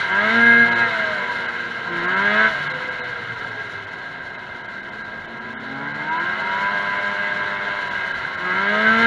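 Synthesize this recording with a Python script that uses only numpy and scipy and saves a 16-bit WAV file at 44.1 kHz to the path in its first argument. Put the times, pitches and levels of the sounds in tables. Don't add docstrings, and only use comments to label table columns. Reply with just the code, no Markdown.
import sys
import numpy as np
from scipy import signal
from scipy.fft import rfft, irfft, next_fast_len
from scipy.io import wavfile
from scipy.ndimage import uniform_filter1d

SR = 44100
rng = np.random.default_rng(int(sys.argv[2]) if len(sys.argv) > 2 else 0)


def inscribe(sig):
    pcm = np.round(np.clip(np.atleast_2d(sig).T, -1, 1) * 32767)
    wavfile.write(sys.argv[1], SR, pcm.astype(np.int16))


def ratio_of_db(decibels):
    return 10 ** (np.asarray(decibels, float) / 20)


N = 399634
TIME = np.arange(N) / SR
FADE_S = 0.058


def evened(x):
    return x / np.sqrt(np.mean(x ** 2) + 1e-20)


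def columns(rows):
    s, *values = np.transpose(rows)
    return [np.interp(TIME, s, v) for v in values]


def spectrum_db(hz, points):
    f, db = np.transpose(points)
    return np.interp(np.log(hz + 1), np.log(f + 1), db)


def resonances_db(hz, modes):
    return sum(db / (1 + (2 * (hz - centre_hz) / width_hz) ** 2) for centre_hz, width_hz, db in modes)


def colour(x, points):
    size = next_fast_len(N)
    hz = np.fft.rfftfreq(size, 1 / SR)
    return irfft(rfft(x, size) * ratio_of_db(spectrum_db(hz, points)), size)[:N]


def drift(rate_hz, count=1):
    knots_s = np.arange(0, N / SR + 1, 1 / 200)
    lowpass = signal.butter(2, min(rate_hz / 100, .95))
    smooth = signal.lfilter(*lowpass, rng.standard_normal((count, len(knots_s))))
    return [np.interp(TIME, knots_s, evened(row)) for row in smooth]


def line(turns, db, waver_db=1.0):
    level = np.sqrt(2) * ratio_of_db(db + waver_db * drift(11)[0])
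    return level * np.cos(2 * np.pi * (turns + rng.random()))


# (frequency [Hz], gain [dB])
CASE_SLOPE = [(25, -45), (70, -32), (130, -19.5), (250, -19.5), (500, -18.5), (1100, 1.5), (1800, -38),
              (2300, -46.5), (4000, -25), (4900, -41), (7000, -54), (10000, -56), (13000, -71.5),
              (15700, -80)]
# (frequency [Hz], width [Hz], gain [dB])
CASE_MODES = [(94, 13, 4), (326, 143, -4.5), (457, 15, -6.5), (581, 79, -7.5), (687, 69, -6),
              (777.7, 55.7, -17), (865, 74, -18.5), (947, 48, -7), (1024, 50.5, -15), (1157, 174, -28.5),
              (1392, 49, 5.5), (1602.3, 157, 18), (1834, 68, 4), (2092.3, 590, 29), (2092, 20, 7.5),
              (2573, 88, 9), (2945, 496, 11.5), (4235, 80, -5), (4890, 220, -5), (5330, 88, 7),
              (5980, 200, 5.5), (6980, 1100, 8), (7950, 180, -26.5), (8020, 130, -15), (1624.4, 20, 3.5)]


def case(x):
    hz = np.fft.rfftfreq(8192, 1 / SR)
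    db = spectrum_db(hz, CASE_SLOPE) + resonances_db(hz, CASE_MODES)
    log_gain = np.log(ratio_of_db(np.r_[db, db[-2:0:-1]]))
    taps = np.fft.ifft(np.exp(np.conj(signal.hilbert(log_gain)))).real[:4096]
    band = (hz > 2400) & (hz < 4300)
    return signal.oaconvolve(x, taps)[:N] / np.sqrt(np.mean(ratio_of_db(db) ** 2 * band))


# (time [s], crank speed aimed for [Hz], lag [s], throttle [0-1], rasp over roar [dB])
THROTTLE = [(0.0, 39.18, 0.77, 0.15, -1), (.101, 169.3, 0.73, 0.85, 11), (.284, 117, 0.054, 0.89, 8),
            (.665, 117.5, .03, .5, 3), (.765, 117, 0.0529, 0.2, 6), (.815, 58.07, 1.2, 0.48, 10.5),
            (.885, 57.99, 1.18, 0.28, 4.5), (1.715, 100.8, 1.7, 0.11, 2), (1.9, 74.64, 0.63, 0.92, 9),
            (2.01, 144.3, 0.77, 0.97, 10.5), (2.365, 110, 0.032, 0.83, 12), (2.501, 71.7, 0.24, 0.19, 0.5),
            (2.755, 52, 1.26, 0.0, -9), (4.005, 41.1, 3.2, 0.02, 2.5), (5.261, 95.85, 1.45, 0.26, 5),
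            (5.725, 148.5, 2.9, 0.63, 10), (6.032, 170.1, 1.71, 0.55, 10), (6.335, 110.6, .58, 0.42, 8.5),
            (6.744, 98.1, 0.42, 0.34, 7.5), (6.926, 101.5, .22, 0.36, 8), (7.321, 100.3, .15, 0.28, 7.5),
            (7.779, 82.15, 0.67, 0.2, 3.5), (8.42, 91.48, .028, 0.92, 9), (8.526, 125.4, 0.43, 0.93, 9.5)]
START_HZ = 100
LEAD_S, ANSWER_S = 0.014, 0.061


def rider():
    s, aim_hz, lag_s, *steps = np.transpose(THROTTLE)
    begin_hz = [START_HZ]
    for k, gap_s in enumerate(np.diff(s)):
        begin_hz.append(aim_hz[k] + (begin_hz[k] - aim_hz[k]) * np.exp(-gap_s / lag_s[k]))
    k = np.maximum(np.searchsorted(s, TIME, "right") - 1, 0)
    crank_hz = aim_hz[k] + (np.array(begin_hz)[k] - aim_hz[k]) * np.exp((s[k] - TIME) / lag_s[k])
    k = np.maximum(np.searchsorted(s - LEAD_S, TIME, "right") - 1, 0)
    throttle, over_db = (uniform_filter1d(v[k], round(ANSWER_S * SR), mode="nearest") for v in steps)
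    return crank_hz, throttle, over_db


# (order, level at shut throttle [dB], gain at full throttle [dB],
# loss below top speed [dB/Hz], share of the rasp [0-1])
STRONG = [(2, -45.5, 22, 0.61, 0), (4, -48.5, 19, 0.35, .1), (6, -41.5, 5.5, 0.5, 0),
          (14, -43.5, 11, 0.53, 0.96), (18, -61, 25.5, .5, 0.0), (12, -62, 14, -0.2, .6),
          (13, -58, 14, 1.5, 0.64)]
# (frequency [Hz], width [Hz], gain [dB])
FRAME = [(143, 53, 4), (265, 27, 11.5), (345, 50, 6), (631, 79, 15), (983.6, 50, 14.5), (1150, 130, -11.5),
         (1275, 31, 17.5), (1342, 46, 17), (1387, 40, 13), (1551, 68, 19), (1639, 50, 19.5), (2114, 60, 16)]
TOP_HZ, SLACK_HZ = 117, 26.7
RINGS_FULL_AT = 0.27
SLOW = slice(None, None, 8)


def clean_orders(turns, crank_hz, throttle, over_db):
    awake = np.minimum(throttle / RINGS_FULL_AT, 1)
    below_top_hz = np.minimum(TOP_HZ - crank_hz, SLACK_HZ)
    strong = 0
    for order, shut_db, open_db, loss_db_per_hz, share in STRONG:
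        rings_db = awake * np.repeat(resonances_db(order * crank_hz[SLOW], FRAME), 8)[:N]
        level_db = shut_db + open_db * throttle - loss_db_per_hz * below_top_hz
        level_db = level_db + share * (over_db - 9.5) + rings_db
        strong = strong + line(order * turns, level_db)
    shake_db = -42 - 1.3 * (116 - crank_hz)
    return strong + line(turns, shake_db) + line(3 * turns, shake_db - 0.5) + line(5 * turns, shake_db - 3.5)


# (order, level [dB])
UPPER = [(7, -4), (8, -4.5), (9, -3), (10, -3), (11, -2), (12, 0), (13, -5), (15, -1.5), (16, -1), (17, -2),
         (18, -2.5), (19, -5), (20, -2), (21, -6), (22, -1.5), (23, -9), (24, -6.5), (25, -10.5),
         (26, -6.5), (27, -3.5), (28, -4.5), (29, -11), (30, -11.5), (31, -8), (32, -3.5), (34, -7),
         (36, -9.5)]
PIPE_HZ, PIPE_WIDTH_HZ = 977, 98
PIPE_SHUT_DB, PIPE_PART_DB, PIPE_OPEN_DB = 4, 15, 4.5
PIPE_ODD = 0.14
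ODD_SHUT_DB, ODD_OPEN_DB = 3.5, -4
STEADIER = 0.32


def upper_orders(turns, crank_hz, throttle):
    odd_db = (ODD_SHUT_DB + (ODD_OPEN_DB - ODD_SHUT_DB) * throttle)[SLOW]
    pipe_db = np.interp(throttle, [0, .42, .9], [PIPE_SHUT_DB, PIPE_PART_DB, PIPE_OPEN_DB])[SLOW]
    waver_share = 1 - STEADIER * throttle[SLOW]
    rasp = 0
    for (order, db), waver in zip(UPPER, drift(11, count=len(UPPER))):
        odd = order % 2
        near_pipe = 1 / (1 + (2 * (order * crank_hz[SLOW] - PIPE_HZ) / PIPE_WIDTH_HZ) ** 4)
        waver_db = (1.37 + 0.096 * order) * waver_share * waver[SLOW]
        level_db = db + odd_db * odd + pipe_db * near_pipe * PIPE_ODD ** odd + waver_db
        rasp = rasp + np.repeat(ratio_of_db(level_db), 8)[:N] * np.cos(2 * np.pi * (order * turns + rng.random()))
    return rasp


RASP_DB_PER_HZ = -0.004


def engine():
    crank_hz, throttle, over_db = rider()
    turns = np.cumsum(crank_hz * (1 + .002 * drift(16.8)[0])) / SR
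    over_db = over_db - RASP_DB_PER_HZ * throttle * (TOP_HZ - crank_hz - 10)
    strong = clean_orders(turns, crank_hz, throttle, over_db)
    rasp = upper_orders(turns, crank_hz, throttle)
    density = np.sqrt(.27 * crank_hz / (SR / 2))
    return strong + case(rasp * density * ratio_of_db(columns(ROAR)[0] + over_db))


# (time [s], level [dB])
ROAR = [(0.0, -30), (.06, -34), (.3, -29), (1.87, -40), (1.94, -35.5), (2.2, -31), (2.47, -29),
        (2.53, -34.5), (2.8, -37.5), (4.29, -45.5), (5.4, -45.5), (5.98, -39.5), (6.21, -36.5),
        (6.7, -35.5), (8.0, -37), (8.38, -38.5), (8.53, -33.5), (9.06, -27)]
MIDDLE_DB = -37.5
LOW_SLOPE, RING_SLOPE, TREBLE_SLOPE = -0.66, -.1, .05
RING_OPEN_DB, TREBLE_OPEN_DB = -1.5, -2.5


def roar():
    frames, hz = N // 256 + 5, np.fft.rfftfreq(1024, 1 / SR)
    a, b, patches = rng.standard_normal((frames, 513, 3)).T
    patches = evened(uniform_filter1d(uniform_filter1d(patches, 14, 0), 10, 1))
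    t = np.arange(frames) * 256 / SR
    crank_hz, throttle, load_db = rider()
    throttle, load_db = np.interp(t, TIME, throttle), np.interp(t, TIME, load_db)
    louder_db = np.interp(t, *np.transpose(ROAR)) - MIDDLE_DB
    flutter_db = 1.8 * evened(uniform_filter1d(rng.standard_normal(frames), size=5))
    low = 1 / (1 + (hz / 900) ** 4)
    ring = np.exp(-((hz - 1610) / 260) ** 2)
    treble = 1 / (1 + (4600 / (hz + 1)) ** 8)
    tilt_db = np.outer(low, LOW_SLOPE * louder_db)
    tilt_db += np.outer(ring, RING_SLOPE * louder_db + RING_OPEN_DB * throttle + 1.0)
    tilt_db += np.outer(treble, TREBLE_SLOPE * louder_db + TREBLE_OPEN_DB * throttle + flutter_db)
    tilt_db -= .42 * np.maximum(load_db - 4, 0) * (1 - low[:, None])
    white = evened(signal.istft((a + 1j * b) * ratio_of_db(.8 * patches), nperseg=1024, noverlap=768)[1])
    z = signal.stft(white, nperseg=1024, noverlap=768)[2][:, :frames] * ratio_of_db(tilt_db)
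    noise = signal.istft(z, nperseg=1024, noverlap=768)[1][:N]
    puffs = 1 + 0.12 * np.cos(4 * np.pi * np.cumsum(crank_hz) / SR)
    bumps_db = 0.53 * drift(38)[0]
    return case(noise * puffs * ratio_of_db(columns(ROAR)[0] + bumps_db - 2.5))


# (frequency [Hz], gain [dB])
WIND = [(15, -7.5), (30, 2), (60, 0.5), (110, 2.5), (200, -10.5), (400, -46)]
# (time [s], level over the steady wind [dB])
GUSTS = [(2.0, 6.5), (2.5, 10), (3.03, 9.5), (3.5, 6), (4.19, 8), (4.99, 5), (5.22, 7.5), (6.18, -4),
         (7.57, 6), (7.97, 10.5), (8.23, 13.5), (9.06, 5), (.5, -4)]
WIND_DB, GUST_S = -59.5, .09


def wind():
    gusts_db = sum(db * np.exp(-abs(TIME - s) / GUST_S) for s, db in GUSTS)
    level_db = WIND_DB + gusts_db + 1.2 * drift(6)[0]
    return ratio_of_db(level_db) * evened(colour(rng.standard_normal(N), WIND))


# (start [s], length [s], from [Hz], to [Hz], level [dB])
WHINES = [
    (0.63, 0.34, 495, 495, -37),
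    (2.4, 0.439, 134, 154, -43.5),
    (0.54, 0.34, 149, 206, -42.5),
    (5.35, .55, 230, 450, -52),
    (1.85, 0.46, 255, 270, -45),
    (3, 0.93, 127, 99, -46.5),
    (8.72, 0.25, 478, 535, -37.5),
]
SWELL_DB = 6


def whine(start_s, length_s, from_hz, to_hz, db):
    u = np.clip((TIME - start_s) / length_s, 0, 1)
    fade = np.clip(np.minimum(u, 1 - u) * length_s / FADE_S, 0, 1)
    turns = np.cumsum(from_hz + (to_hz - from_hz) * u) / SR
    return fade * line(turns, db - SWELL_DB * (2 * u - 1) ** 2, waver_db=3.0)


def thinned(x):
    hz, _, z = signal.stft(x, SR, nperseg=1024)
    thin = (hz > 2300) & (hz < 4400)
    strong = abs(z) > np.percentile(abs(z[thin]), 82, axis=0)
    kept = (hz <= 2300)[:, None] | (thin[:, None] & strong)
    return signal.istft(z * kept, SR, nperseg=1024)[1][:N]


# (time [s], length [frames])
LOSSES = [(.705, 1), (.747, 1), (1.474, 1), (2.07, 1), (2.156, 1), (2.689, 1), (2.731, 1), (2.903, 1),
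          (3.02, 2), (3.862, 1), (4.374, 1), (4.632, 1), (4.673, 1), (4.82, 1), (4.909, 1), (5.034, 1),
          (5.27, 1), (5.399, 1), (5.569, 3), (5.932, 1), (6.102, 1), (6.187, 1), (7.896, 1), (8.132, 1),
          (8.365, 1)]
FRAME_S = 1024 / 48000


def treble_losses(x):
    away = np.min([abs(TIME - s) / FRAME_S - (lost - 1) / 2 for s, lost in LOSSES], axis=0)
    kept = np.sin(np.pi / 2 * np.clip(away, 0, 1))
    return kept * x + (1 - kept) * thinned(x[0])


# (time [s], firing rate [Hz], level [dB])
RIVAL = [
    [(.95, 235.7, -46.5), (1.25, 237.8, -45), (1.55, 235.7, -47), (1.9, 232, -47.5), (2.1, 235, -43)],
    [(2.68, 256.6, -52), (2.87, 253.3, -52.5), (2.97, 249.5, -54.5), (3.1, 245, -57.5), (3.3, 233.2, -62),
     (3.85, 197.4, -64)],
    [(4.72, 190.8, -53), (4.95, 210.5, -48), (5.12, 221, -48.5), (5.45, 226.6, -44), (5.8, 221.9, -40.5),
     (6.1, 217.6, -45), (6.5, 211.6, -46), (7.1, 208.4, -50), (8.1, 210, -55.5)],
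]
OCTAVE_DB = [3, 15, -15]


def rival():
    drone = 0
    for rows, octave_db in zip(RIVAL, OCTAVE_DB):
        hz, db = columns(rows)
        turns = np.cumsum(hz) / SR
        fade = np.clip(np.minimum(TIME - rows[0][0], rows[-1][0] - TIME) / FADE_S, 0, 1)
        drone = drone + fade * (line(turns, db, waver_db=0.1) + line(2 * turns, db + octave_db, waver_db=2.5))
    return drone


def scene():
    return (engine() + roar() + wind() + sum(whine(*row) for row in WHINES) + rival())[None]


def band_limit(x):
    return signal.sosfilt(signal.butter(12, 15770, fs=SR, output="sos"), x)


def record(dry):
    mixed = treble_losses(dry)
    return band_limit(mixed)


dry = scene()
out = record(dry)
inscribe(out)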